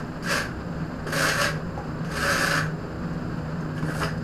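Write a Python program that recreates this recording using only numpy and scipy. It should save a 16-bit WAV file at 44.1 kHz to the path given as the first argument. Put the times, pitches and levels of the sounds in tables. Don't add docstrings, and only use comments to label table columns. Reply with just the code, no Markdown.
import sys
import numpy as np
from scipy import signal
from scipy.fft import rfft, irfft, next_fast_len
from scipy.io import wavfile
from scipy.ndimage import uniform_filter1d, map_coordinates

SR = 44100
rng = np.random.default_rng(int(sys.argv[2]) if len(sys.argv) > 2 else 0)


def voltage_ratio(level):
    return 10 ** (np.asarray(level, float) / 20)


def pcm_store(signal):
    levels = np.round(np.clip(np.atleast_2d(signal), -1, 1) * 32767)
    wavfile.write(sys.argv[1], SR, levels.astype(np.int16).T)


N = 186939


def unit(x):
    return x / np.sqrt(np.mean(x ** 2) + 1e-20)


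def along(points, hz):
    f, v = np.transpose(points)
    return np.interp(np.log(hz + 1), np.log(f + 1), v)


def curves(rows):
    s, *cols = np.transpose(rows)
    return [np.interp(np.arange(N) / SR, s, c) for c in cols]


def wobble(rate_hz):
    knots = rng.standard_normal(int(N * rate_hz / SR) + 4)
    return map_coordinates(knots, [np.arange(N) * rate_hz / SR])


def filtered(x, response):
    m = next_fast_len(N + SR // 2)
    return irfft(rfft(x, m) * response(np.fft.rfftfreq(m, 1 / SR)), m)[:N]


def modes(table, flip=-1):
    def response(f):
        total = 0
        for k, (centre, width, db) in enumerate(table):
            damping = 1j * f * width
            total = total + flip ** k * voltage_ratio(db) * damping / (centre * centre - f * f + damping)
        return total
    return response


def colour(points):
    return lambda f: voltage_ratio(along(points, f))


def band_unit(x, lo_hz, hi_hz):
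    return x / np.std(filtered(x, lambda f: (f > lo_hz) & (f < hi_hz)))


# f/Hz, width/Hz, level/dB
ROOM_MODES_TABLE = [(29.8, 5, -19), (39.5, 2.6, -18), (70.7, 6.4, -9), (103.8, 11, -9), (123, 9, -12),
                    (155.7, 6.6, -26), (173, 4.8, -1.5), (226, 10.4, -10), (248.2, 4.4, -7.5),
                    (286.2, 6.3, -18.5), (305.3, 5.3, -11.5), (332, 5.3, -18.5), (385.2, 1.7, -10.5),
                    (410, 7, -15.5), (460, 4.4, -16.5), (491.7, 9.6, -15.5), (535, 3.9, -14.5),
                    (584, 7.1, -17)]
# t/s, level/dB
DRONE_LEVELS = [(0.0, -38.5), (0.42, -41.5), (0.45, -56), (0.83, -31), (0.92, -44), (1.16, -32),
                (1.44, -40.5), (1.55, -28.5), (1.64, -41.5), (2.06, -34), (2.41, -38.5), (2.63, -27.5),
                (3.0, -48), (3.06, -33), (3.34, -38.5), (3.38, -34.5), (4.05, -31.5), (4.24, -36)]
RUMBLE_DB, RUMBLE_SWING_DB = -36.5, -0.35
DRONE_HZ, DRONE_WANDER_HZ, DRONE_FLUTTER_DB = 155.5, 0.6, 0.6


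def machinery():
    def walls(f):
        return modes(ROOM_MODES_TABLE, flip=1)(f) / (1 + (f / 750) ** 4)

    rumble = band_unit(filtered(rng.standard_normal(N), walls), 165, 260)
    hz = DRONE_HZ + DRONE_WANDER_HZ * wobble(10)
    db = curves(DRONE_LEVELS)[0] + DRONE_FLUTTER_DB * wobble(16)
    drone = voltage_ratio(db + 3.0) * np.sin(2 * np.pi * np.cumsum(hz) / SR)
    return voltage_ratio(RUMBLE_DB + RUMBLE_SWING_DB * wobble(3.19)) * rumble + drone


# f/Hz, level/dB per Hz
AIR_SPECTRUM = [(25, 7), (200, -1), (600, -1.9), (800, -2.5), (1100, -0.5), (1600, -1), (1850, -9),
                (2150, -17), (3500, -26), (5100, -27), (5700, -35), (7400, -35.5), (9000, -49),
                (16000, -68)]
AIR_DB = -42.5


def room_air():
    noise = rng.standard_normal(N) * voltage_ratio(0.6 * wobble(5) + 0.9 * wobble(70))
    return voltage_ratio(AIR_DB) * band_unit(filtered(noise, colour(AIR_SPECTRUM)), 700, 2000)


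CARRIER_HZ, FLIP_HZ, FLIP_S = 7322.5, 27.95, 0.0218
FLIPPED_DB, LEAK_DB, OVERTONE_DB = -68.7, -77, -88


def whine():
    t = np.arange(N) / SR
    polarity = np.sign(np.sin(2 * np.pi * FLIP_HZ * (t - FLIP_S)))
    swing = voltage_ratio(LEAK_DB) + voltage_ratio(FLIPPED_DB) * polarity
    phase = 2 * np.pi * CARRIER_HZ * t
    return np.sqrt(2) * (swing * np.sin(phase) + voltage_ratio(OVERTONE_DB) * np.sin(2 * phase))


# f/Hz, level/dB per Hz
HISS_SPECTRUM = [(3000, -12), (7000, 1), (10000, 0), (14000, -3), (15000, -6), (15700, -10)]
HISS_DB = -72.5


def hiss():
    return voltage_ratio(HISS_DB) * band_unit(filtered(rng.standard_normal(N), colour(HISS_SPECTRUM)), 9000, 14000)


# f/Hz, t60/s
TILE_DECAY = [(200, 0.28), (1500, 0.25), (6000, 0.17), (14000, 0.096)]


def tiles(x, count=16):
    out, place = np.zeros(N), np.arange(N) / N * (count - 1)
    for k in range(count):
        hz, t, z = signal.stft(rng.standard_normal(SR // 2), SR, nperseg=256)
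        decay = voltage_ratio(-60 * t / along(TILE_DECAY, hz)[:, None])
        tail = signal.istft(z * decay, SR, nperseg=256)[1]
        share = np.sqrt(np.clip(1 - abs(place - k), 0, 1))
        delayed = np.pad(x * share, (150, 0))
        out += signal.fftconvolve(delayed, tail / np.linalg.norm(tail))[:N]
    return out


# f/Hz, width/Hz, lift/dB
CASE_BANDS = [(2750, 800, 6), (4800, 1500, 10), (6550, 850, 8), (8300, 850, 7), (9800, 900, 7),
              (11700, 1500, 7), (13900, 1000, 4)]


def housing(f):
    return voltage_ratio(sum(db * 2.0 ** -(2 * (f - c) / w) ** 2 for c, w, db in CASE_BANDS))


def knocks(events, rough_db, crack_db, gain_db):
    out, t = np.zeros(N + SR), np.arange(SR // 5) / SR
    for s, db, hz, t60_s in events:
        noise = rng.standard_normal((2, len(t)))
        peak = signal.iirpeak(hz, 3, SR)
        band = unit(signal.lfilter(*peak, signal.lfilter(*peak, noise[0])))
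        crack = uniform_filter1d(noise[1], size=3)
        hit = np.sin(2 * np.pi * hz * t) + voltage_ratio(rough_db) * band + voltage_ratio(crack_db) * crack
        attack = 1 - np.exp(-t / 0.0006)
        out[round(s * SR):][:len(t)] += voltage_ratio(db + gain_db - 60 * t / t60_s) * attack * hit
    return out[:N]


# t/s, peak level/dB, f/Hz
BOOT_THUDS = [
    (1.066, -17.5, 350),
    (3.833, -13.5, 160),
    (3.834, -16.5, 292),
    (3.846, -25, 447),
    (3.883, -23, 157),
    (3.893, -19.5, 291),
    (4.03, -17.5, 436),
    (4.045, -32, 280),
]
# t/s, peak level/dB, f/Hz
SOLE_CLACKS = [(1.067, -31, 1430), (1.068, -24, 610), (1.126, -19, 1590), (3.825, -21, 1114),
               (3.887, -21.5, 560), (3.903, -18.5, 1260), (3.948, -20.5, 1360), (3.952, -22, 710),
               (4.009, -19.5, 940), (4.016, -13.5, 1297), (4.023, -16.5, 1014), (4.031, -16.5, 1590),
               (4.03, -16.5, 635), (4.06, -28, 603)]
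# t/s, peak level/dB, f/Hz
CRUSHED_GRIT = [
    (1.778, -46, 6300),
    (2.43, -30, 2960),
    (3.129, -45, 4890),
    (3.37, -45, 2860),
    (3.6056, -43, 6400),
    (3.782, -44, 6530),
    (3.861, -41, 9800),
    (4.175, -42, 4940),
]
THUD_T60_S, CLACK_T60_S, CRUMB_T60_S = 0.07, 0.056, 0.092
HEEL_S, HEEL_DB, HEEL_HZ, HEEL_T60_S = 1.7765, -16.5, 650, 0.024
ROCK_S, ROCK_LOSS_DB = 0.012, 3.5


def boots(count=3):
    tile = []
    for k in range(count):
        for pitch in (0.8, 1.2):
            tile.append((HEEL_S + k * ROCK_S, HEEL_DB - k * ROCK_LOSS_DB, HEEL_HZ * pitch, HEEL_T60_S))
    soft = [(*e, THUD_T60_S) for e in BOOT_THUDS]
    hard = [(*e, CLACK_T60_S) for e in SOLE_CLACKS]
    grit = [(*e, CRUMB_T60_S) for e in CRUSHED_GRIT]
    thuds = knocks(soft + tile, rough_db=-6, crack_db=-40, gain_db=-1.5)
    clacks = knocks(hard, rough_db=4, crack_db=-15, gain_db=-8)
    return thuds + clacks + knocks(grit, rough_db=-3.5, crack_db=7, gain_db=-15)


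# t/s, peak level/dB, f/Hz, t60/s
BLADE_TOUCHES = [(0.2248, -36, 4750, 0.04), (1.0673, -33, 3140, 0.035), (1.1254, -24, 2960, 0.02),
                 (2.0473, -29, 2660, 0.027), (2.1115, -33, 4520, 0.027), (3.7793, -29.5, 3060, 0.021),
                 (3.8264, -51, 2670, 0.04), (3.8744, -43, 4600, 0.03), (4.0324, -18.5, 2890, 0.032),
                 (4.0322, -23, 5080, 0.05), (4.0444, -33.5, 4920, 0.23)]


def touches():
    return knocks(BLADE_TOUCHES, rough_db=-5, crack_db=-40, gain_db=-12)


def patchy(x, depth_db):
    z = signal.stft(x, nperseg=256)[2]
    field = uniform_filter1d(rng.standard_normal(z.shape), size=4, axis=0)
    field = uniform_filter1d(field, size=14, axis=1)
    return signal.istft(z * voltage_ratio(depth_db * unit(field)), nperseg=256)[1][:N]


# t/s, pressure level/dB, speed/dB, blade freedom/dB
SWEEPS = [
    [(0.225, -46.5, 2, -8), (0.26, -40.5, -1.5, 1), (0.315, -28, 0, -2), (0.385, -30.5, -1.5, 0),
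     (0.43, -41, 0, 2)],
    [(1.067, -46, 3, 6), (1.12, -42.5, 0, -2), (1.125, -37.5, 7.5, 2.5), (1.16, -31, 3.5, -2.5),
     (1.245, -29.5, 4, 3.5), (1.285, -24.5, -4, -3), (1.36, -36, 4, 4.5), (1.43, -26.5, -2, -1.5),
     (1.48, -32.5, -3, -1)],
    [(2.046, -48, -5, -6), (2.1, -53, 0, 3), (2.112, -44, 3, 1), (2.17, -35.5, 0.5, -0.5),
     (2.27, -31, 1.5, 3), (2.35, -30.5, 0.5, 0), (2.47, -32, 2.5, -1), (2.58, -32, -1.5, 4),
     (2.62, -40, -4, 4)],
]
# t/s, pressure level/dB, speed/dB, blade freedom/dB
DRAGS = [
    [(0.0, -47.5, -11, 9), (0.05, -63, -2, -10), (0.1, -67, 0, -5)],
    [(3.75, -58, 0, -2), (3.785, -47.5, -1, 4), (3.81, -61, 5, 0), (3.88, -50.5, 5, 8.5),
     (3.945, -51.5, 11, 3), (3.955, -50, 12.5, 0), (4.02, -42.5, 8, 5), (4.045, -43.5, 4, 0),
     (4.09, -48, -2, 6)],
]
# f/Hz, level/dB per Hz
GRIT_SPECTRUM = [(1500, -23), (2050, 0), (3500, -10.5), (5900, -12), (7400, -20), (9000, -46)]
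# f/Hz, width/Hz, level/dB
BLADE_MODES = [(1161, 89, -4.5), (1200, 24, -5), (1281, 71, -4), (1450, 170, -2), (1590, 139, 1.5),
               (1777, 55, -1.5), (1880, 67, -15.5), (1936, 43, -5.5)]
# f/Hz, level/dB per Hz
SAND_SPECTRUM = [(6000, -7), (7600, 0.5), (9100, 0.5), (10800, -1.5), (12300, -5.5), (12900, -8),
                 (14800, -12), (15300, -26), (15800, -36)]
# f/Hz, width/Hz, level/dB
BED_MODES = [(235, 8.3, 1), (286.2, 19, 5.5), (420, 37, 2), (560, 41, 8), (648.5, 23, 6), (730, 68, -2)]
MIX_DB = (-5, 7, -12, -1.5)
BY_SPEED = (0, 0, 1, 0.6)
BED_DEPTH_DB = (-1.5, 0.5, 1, 4, 6.5)
LIFT_DB_PER_S = 252
PATCH_DB = 1.1


def trowel():
    sizes = voltage_ratio(2.3 * rng.exponential(size=N)) * rng.standard_normal(N)
    clumped = unit(sizes * voltage_ratio(1.3 * wobble(200)))
    snaps = patchy(clumped, PATCH_DB)
    responses = (colour(GRIT_SPECTRUM), modes(BLADE_MODES), colour(SAND_SPECTRUM), modes(BED_MODES))
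    layers = [unit(filtered(snaps, r)) for r in responses]
    out, t = np.zeros(N), np.arange(N) / SR
    for rows, bed_db in zip(SWEEPS + DRAGS, BED_DEPTH_DB):
        press_db, speed_db, free_db = curves(rows)
        lift_db = LIFT_DB_PER_S * np.clip(t - rows[-1][0], 0, None)
        contact = (t >= rows[0][0]) * voltage_ratio(press_db - lift_db)
        extra_db = (0, free_db, 0, bed_db)
        for db, k, extra, layer in zip(MIX_DB, BY_SPEED, extra_db, layers):
            out += contact * voltage_ratio(db + k * speed_db + extra) * layer
    return voltage_ratio(0.6 * wobble(30)) * out


def scene():
    near = trowel() + touches() + boots()
    airborne = voltage_ratio(-3.5) * near + voltage_ratio(-8.5) * tiles(near) + room_air()
    return (filtered(airborne, housing) + machinery() + whine() + hiss())[None]


def low_pass(x):
    return signal.sosfilt(signal.butter(12, 15630, fs=SR, output="sos"), x)


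def record(dry):
    return low_pass(dry)


dry = scene()
out = record(dry)
pcm_store(out)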